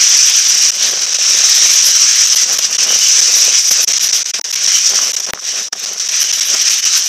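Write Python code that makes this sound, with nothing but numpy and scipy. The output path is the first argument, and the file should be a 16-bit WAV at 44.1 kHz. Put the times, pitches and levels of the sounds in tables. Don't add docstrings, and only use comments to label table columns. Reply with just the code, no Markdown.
import sys
import numpy as np
from scipy import signal
from scipy.fft import rfft, irfft, next_fast_len
from scipy.io import wavfile
from scipy.ndimage import uniform_filter1d, minimum_filter1d, map_coordinates

SR = 44100
rng = np.random.default_rng(int(sys.argv[2]) if len(sys.argv) > 2 else 0)


def dump(signal):
    limited = np.clip(np.atleast_2d(signal).T, -1, 1)
    pcm = np.round(limited * 32767).astype(np.int16)
    wavfile.write(sys.argv[1], SR, pcm)


N = 312228


def amp(db):
    return 10 ** (np.asarray(db) / 20)


def unit(x):
    return x / np.sqrt(np.mean(x ** 2) + 1e-20)


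def curves(rows):
    s, *columns = np.transpose(rows)
    return [np.interp(np.arange(N) / SR, s, column) for column in columns]


def bells(rows):
    t = np.arange(N) / SR
    out = np.zeros(N)
    for s, height, width_s in rows:
        near = slice(*np.searchsorted(t, [s - 4 * width_s, s + 4 * width_s]))
        out[near] += height * np.exp(-((t[near] - s) / width_s) ** 2)
    return out


def wobble(rate):
    knots = rng.standard_normal(int(N * rate / SR) + 4)
    return map_coordinates(knots, [np.arange(N) * rate / SR])


def filtered(x, response):
    size = next_fast_len(N + 8192)
    return irfft(rfft(x, size) * response(np.fft.rfftfreq(size, 1 / SR)), size)[:N]


def colour(x, spectrum, bumps=()):
    f, db = np.transpose(spectrum)

    def response(hz):
        lift = sum(g * np.exp(-((hz - centre) / width) ** 2) for centre, width, g in bumps)
        return amp(np.interp(np.log(hz + 1), np.log(f), db) + lift)

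    return unit(filtered(x, response))


def turbulence(patchy_db):
    z = signal.stft(rng.standard_normal(N), nperseg=512)[2]
    field = uniform_filter1d(rng.standard_normal(z.shape), size=5, axis=0)
    field = uniform_filter1d(field, size=12, axis=1)
    return signal.istft(z * amp(patchy_db * unit(field)), nperseg=512)[1][:N]


def steam_flow():
    # (time [s], relative level [dB])
    leak_points = [(0, -13), (4.2, -16), (6.0, -21.5), (7.08, -14)]
    # (opens [s], closes [s], relative hiss [dB], relative plume [dB], release time constant [s])
    blasts = [(-.3, .64, -10, -21, 0.12), (1.195, 2.265, -9.6, -20, 0.29), (2.84, 3.735, -10, -21, 0.32),
              (4.533, 4.96, -12.5, -22.5, 0.14), (5.383, 5.666, -19.5, -28.5, .02),
              (6.087, 6.437, -14, -22.5, 0.013), (6.406, 6.964, -13, -21, 0.13)]
    # (time [s], depth [dB], recovery [s])
    sags = [(.73, 10.5, 0.043), (2.555, 5.5, 0.095), (3.6, 5, 0.067), (4.235, 8.5, 0.075),
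            (4.815, 6.5, .03), (5.354, 13, 0.066), (5.741, 10, 0.028)]
    hiss_open_s, plume_open_s, sag_onset_s = 0.11, 0.05, 0.016
    leak_plume_db = -8

    t = np.arange(N) / SR
    leak, = curves(leak_points)
    hiss, plume = amp(leak) ** 2, amp(leak + leak_plume_db) ** 2
    for opens, closes, hiss_db, plume_db, release_s in blasts:
        held = np.exp(-np.maximum(t - closes, 0) / release_s)
        hiss = hiss + (amp(hiss_db) * np.clip((t - opens) / hiss_open_s, 0, 1) * held) ** 2
        plume = plume + (amp(plume_db) * np.clip((t - opens) / plume_open_s, 0, 1) * held) ** 2
    sag = np.zeros(N)
    for s, depth_db, recovery_s in sags:
        onset = np.clip(1 + (t - s) / sag_onset_s, 0, 1)
        sag += depth_db * onset * np.exp(-(np.maximum(t - s, 0) / recovery_s) ** 2)
    return 10 * np.log10(hiss) - sag, 10 * np.log10(plume) - sag


def weakness(hiss_level, full_db, range_db):
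    return np.clip((full_db - hiss_level) / range_db, 0, 1)


def drain_cocks(hiss_level, plume_level, weak, hiss_db, plume_db, flutter_db, sputter_db,
                surge_db, weak_surge_db, billow_db):
    # (frequency [Hz], relative level [dB])
    jet = [(2500, -61.5), (4200, -23), (4700, -13), (5200, -6), (5550, -2.5), (5850, 0), (6200, -3.5),
           (6600, -9), (7300, -16), (8300, -20.5), (9600, -31.5), (12000, -38.5), (16000, -34)]
    # (frequency [Hz], relative level [dB])
    plume_spectrum = [(100, -50.5), (400, -24), (800, -14), (1100, -10.5), (1500, -5), (2000, -2),
                      (2400, 0), (3000, 2.5), (4000, 2), (4800, -1.5), (6500, -6), (10000, -53)]
    # (centre [Hz], width [Hz], lift [dB])
    pipes = [(1730, 140, 1.5), (2426, 20, 5), (3890, 50, 1)]

    surge = (surge_db + weak_surge_db * weak) * wobble(28)
    flutter = flutter_db * (wobble(60) + 0.89 * wobble(150))
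    hiss_gain = amp(hiss_level + hiss_db + surge + flutter + sputter_db * wobble(600))
    plume_gain = amp(plume_level + plume_db + surge + billow_db * wobble(16) + 0.67 * flutter)
    hiss = colour(turbulence(patchy_db=1.0), jet) * hiss_gain
    plume = colour(turbulence(patchy_db=1.57), plume_spectrum, pipes) * plume_gain
    return hiss, plume


def rumble(hiss_level, overload_db, steep, lumpy_db):
    # (time [s], level [dB])
    train = [(0, -66), (3.7, -66), (4.6, -64), (7.08, -73)]
    # (frequency [Hz], relative level [dB])
    low_spectrum = [(15, -10), (30, 0), (70, -1), (120, 2), (250, -8), (800, -50)]

    roll, = curves(train)
    level = np.hypot(amp(roll), amp(steep * hiss_level + overload_db))
    return level * amp(lumpy_db * wobble(27)) * colour(rng.standard_normal(N), low_spectrum)


def chuffs(level_db, crackle_rate, crackle_share, lumpy_db):
    # (time [s], relative level [dB], half length [s])
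    beats = [(.53, -47, 0.055), (.91, -35.5, 0.23), (1.363, -40.5, 0.11), (1.66, -38, 0.088),
             (1.882, -33.5, 0.019), (2.34, -35.5, 0.023), (2.502, -34.5, 0.077), (2.69, -38, 0.12),
             (2.9, -35, 0.11), (3.24, -36, 0.096), (3.447, -36, 0.11), (3.706, -32.5, 0.017),
             (3.85, -35, 0.077), (4.13, -37.5, 0.092), (4.398, -35, 0.023), (4.67, -39, 0.03),
             (4.934, -32.5, 0.033), (5.06, -37.5, 0.091), (5.309, -32.5, 0.05), (5.597, -38.5, 0.066),
             (5.73, -39, 0.033), (5.867, -39, 0.066), (6.265, -45, 0.1), (6.54, -35.5, 0.061)]
    # (frequency [Hz], relative level [dB])
    exhaust_spectrum = [(40, -39), (110, -22.5), (170, -4.5), (220, 0), (300, -1.5), (400, 3), (550, 3.5),
                        (800, 2.5), (1300, 1), (2500, -6), (6000, -43)]
    draught_db = -46.5

    swell = bells([(s, amp(db), width_s) for s, db, width_s in beats])
    level = np.hypot(amp(draught_db), swell)
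    bursts = (rng.random(N) < crackle_rate / SR) * rng.standard_normal(N)
    share = np.clip(crackle_share, 0, 1)
    flow = np.sqrt(share) * unit(bursts) + np.sqrt(1 - share) * rng.standard_normal(N)
    return level * amp(level_db) * colour(flow * amp(lumpy_db * wobble(50)), exhaust_spectrum)


def rasp(hiss, level_db, width_s, between_db, flicker_db, fizz_db):
    # (time [s], relative level [dB])
    flickers = [(1.745, -18), (1.874, -13), (2.355, -16), (2.591, -14), (3.383, -17), (3.716, -13),
                (3.838, -11), (4.036, -13), (4.543, -16), (4.773, -21), (5.05, -20), (5.14, -17),
                (6.231, -18), (6.37, -18), (6.466, -11), (6.726, -20), (6.796, -17), (6.981, -14)]

    strong = bells([(s, amp(db + level_db), width_s) for s, db in flickers])
    faint = amp(between_db + flicker_db * np.tanh(wobble(80)))
    strength = np.sqrt(np.abs(uniform_filter1d(hiss ** 2, size=256)) + 1e-9)
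    frayed = hiss ** 2 / strength + amp(fizz_db) * strength * rng.standard_normal(N)
    return (strong + faint) * filtered(frayed, lambda hz: 1 / (1 + (7000 / (hz + 1)) ** 4))


def dropouts(weak):
    # (start [s], length [s], depth [dB], level change just afterwards [dB])
    gaps = [(0.706, 0.011, 38, 1.5), (1.058, 0.0059, 14, 1), (1.136, 0.0075, 13.5, 3),
            (1.17, 0.015, 10.5, 0), (2.349, 0.011, 18, 1), (2.577, 0.007, 23, 7.5), (2.769, .014, 27.5, 1),
            (3.695, 0.014, 14.5, 1), (3.846, 0.03, 32.5, 1.5), (3.925, 0.0065, 32, 5),
            (3.985, 0.0097, 39, -2.5), (4.082, 0.0053, 58, 2), (4.114, 0.012, 19, 3),
            (4.232, 0.012, 34, -7), (4.249, 0.006, 13, 6), (4.313, 0.025, 44, 4), (4.396, .016, 53, 3),
            (4.415, 0.027, 72, 0), (4.516, 0.011, 47, 2.5), (4.547, 0.0073, 25, 4), (5.12, 0.013, 41, 1),
            (5.154, 0.011, 28, 6), (5.193, 0.0051, 26, 7.5), (5.256, 0.0077, 30, 2),
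            (5.307, 0.039, 54, 2.5), (5.685, 0.042, 53, 9.5), (5.851, 0.0078, 27, -2),
            (5.991, 0.0058, 37, 2), (6.08, 0.007, 24, 6.5), (6.317, 0.0092, 38.5, 1),
            (6.399, 0.009, 28.5, 2), (6.805, .022, 11.5, -3.5)]
    stutters_per_s, stutter_s, stutter_db = 3.5, 0.0058, 16.5
    rebound_s, collapse_share = 0.0059, 0.49

    t, db = np.arange(N) / SR, np.zeros(N)
    stutter_times = t[rng.random(N) < weak * stutters_per_s / SR]
    stutters = [(s, stutter_s, stutter_db, 0) for s in stutter_times]
    for start, length, depth, _ in gaps + stutters:
        gap = slice(*np.searchsorted(t, [start, start + length]))
        closed = np.interp((t[gap] - start) / length, [0, np.clip(collapse_share, 0, 1), 1], [0, 1, 0])
        db[gap] -= depth * np.sin(np.pi / 2 * closed) ** .65
    rebounds = [(start + length + rebound_s, rebound, rebound_s) for start, length, _, rebound in gaps]
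    return amp(db + bells(rebounds))


def pops(cycles, fall, level_db):
    # (time [s], relative peak [dB], nominal pitch [Hz])
    bursts = [(0.852, -34, 494), (.92, -23, 470), (.934, -18, 523), (1.187, -18, 734), (1.435, -17, 910),
              (2.927, -13.5, 620), (3.48, -16.5, 666), (4.933, -21, 600), (4.9897, -6, 1520),
              (5.092, -21, 617), (5.3747, -14.5, 1630), (5.39, -18, 1500), (5.731, -21, 1740),
              (5.914, -24, 560)]

    out, t = np.zeros(N + SR), np.arange(SR // 20) / SR
    for s, db, hz in bursts:
        age = t * hz / cycles
        turns = hz * t * (1 + 2 * fall) / (1 + fall * np.sqrt(age) * 2)
        burst = age * np.exp(1 - age) * np.sin(2 * np.pi * turns)
        out[round(s * SR):][:len(t)] += amp(db + level_db) * burst
    return out[:N]


def whistle(plume_level, centre_hz, width_hz, level_db, length_s):
    # (time [s], relative level [dB])
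    notes = [(2.91, -1), (3.05, -1), (4.77, 2), (6.3, -1.5), (6.84, -1)]

    strength = bells([(s, amp(db), length_s) for s, db in notes])
    tone = filtered(rng.standard_normal(N), lambda hz: 1 / (1 + ((hz - centre_hz) / width_hz) ** 2))
    return unit(tone) * amp(plume_level + level_db) * strength


def crack(s, peak_db, width_s, snap_db, snap_width_s, snap_lead_s, fizz_db, ring_db, ring_hz, t60):
    t = np.arange(N) / SR - s

    def spike(u):
        return (1 - 2 * u ** 2) * np.exp(-u ** 2)

    snap = spike((t + snap_lead_s) / snap_width_s)
    fizz = colour(rng.standard_normal(N), [(6000, -26), (12000, 0)]) * np.exp(-(t / (2 * width_s)) ** 2)
    after = np.maximum(t, 0)
    ring = -np.sin(2 * np.pi * ring_hz * after) * amp(-60 * after / t60)
    return amp(peak_db) * spike(t / width_s) + amp(snap_db) * snap + amp(fizz_db) * fizz + amp(ring_db) * ring


def scene():
    hiss_level, plume_level = steam_flow()
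    weak = weakness(hiss_level, full_db=-7.5, range_db=8.5)
    hiss, plume = drain_cocks(hiss_level, plume_level, weak, hiss_db=-0.5, plume_db=-0.65, flutter_db=1.0,
                              sputter_db=1.22, surge_db=0.44, weak_surge_db=2.4, billow_db=0.73)
    low = rumble(hiss_level, overload_db=-50.5, steep=1.43, lumpy_db=1.0)
    exhaust = chuffs(level_db=3.5, crackle_rate=240, crackle_share=0.57, lumpy_db=2.0)
    exhaust = exhaust + pops(cycles=0.64, fall=0.09, level_db=-2.0)
    overload = rasp(hiss + plume, level_db=0.5, width_s=0.02, between_db=-31, flicker_db=15, fizz_db=-4.5)
    singing = whistle(plume_level, centre_hz=2980, width_hz=140, level_db=-3.0, length_s=0.052)
    bang = crack(s=5.3353, peak_db=2.5, width_s=0.00017, snap_db=-1.0, snap_width_s=0.00007,
                 snap_lead_s=0.00025, fizz_db=-10, ring_db=-7, ring_hz=650, t60=0.0064)
    steam = hiss + plume + singing
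    mono = (steam + overload + exhaust + low) * dropouts(weak) + bang
    return np.array([mono, mono])


def record(dry):
    # (centre [Hz], width [Hz], gain at the centre [dB])
    hollows = [(299, 91, -17), (899, 120, -43)]
    top_hz = 15450

    def hollow(hz):
        response = 1
        for centre, width, db in hollows:
            band = 1j * hz * width / (centre * centre - hz * hz + 1j * hz * width)
            response = response * (1 - (1 - amp(db)) * band)
        return response

    heard = np.array([filtered(channel, hollow) for channel in dry])
    needed = 1 / np.maximum(np.abs(heard), 1)
    gain = uniform_filter1d(minimum_filter1d(needed, size=9), size=7)
    return np.array([filtered(channel, lambda hz: hz < top_hz) for channel in heard * gain])


dry = scene()
out = record(dry)
dump(out)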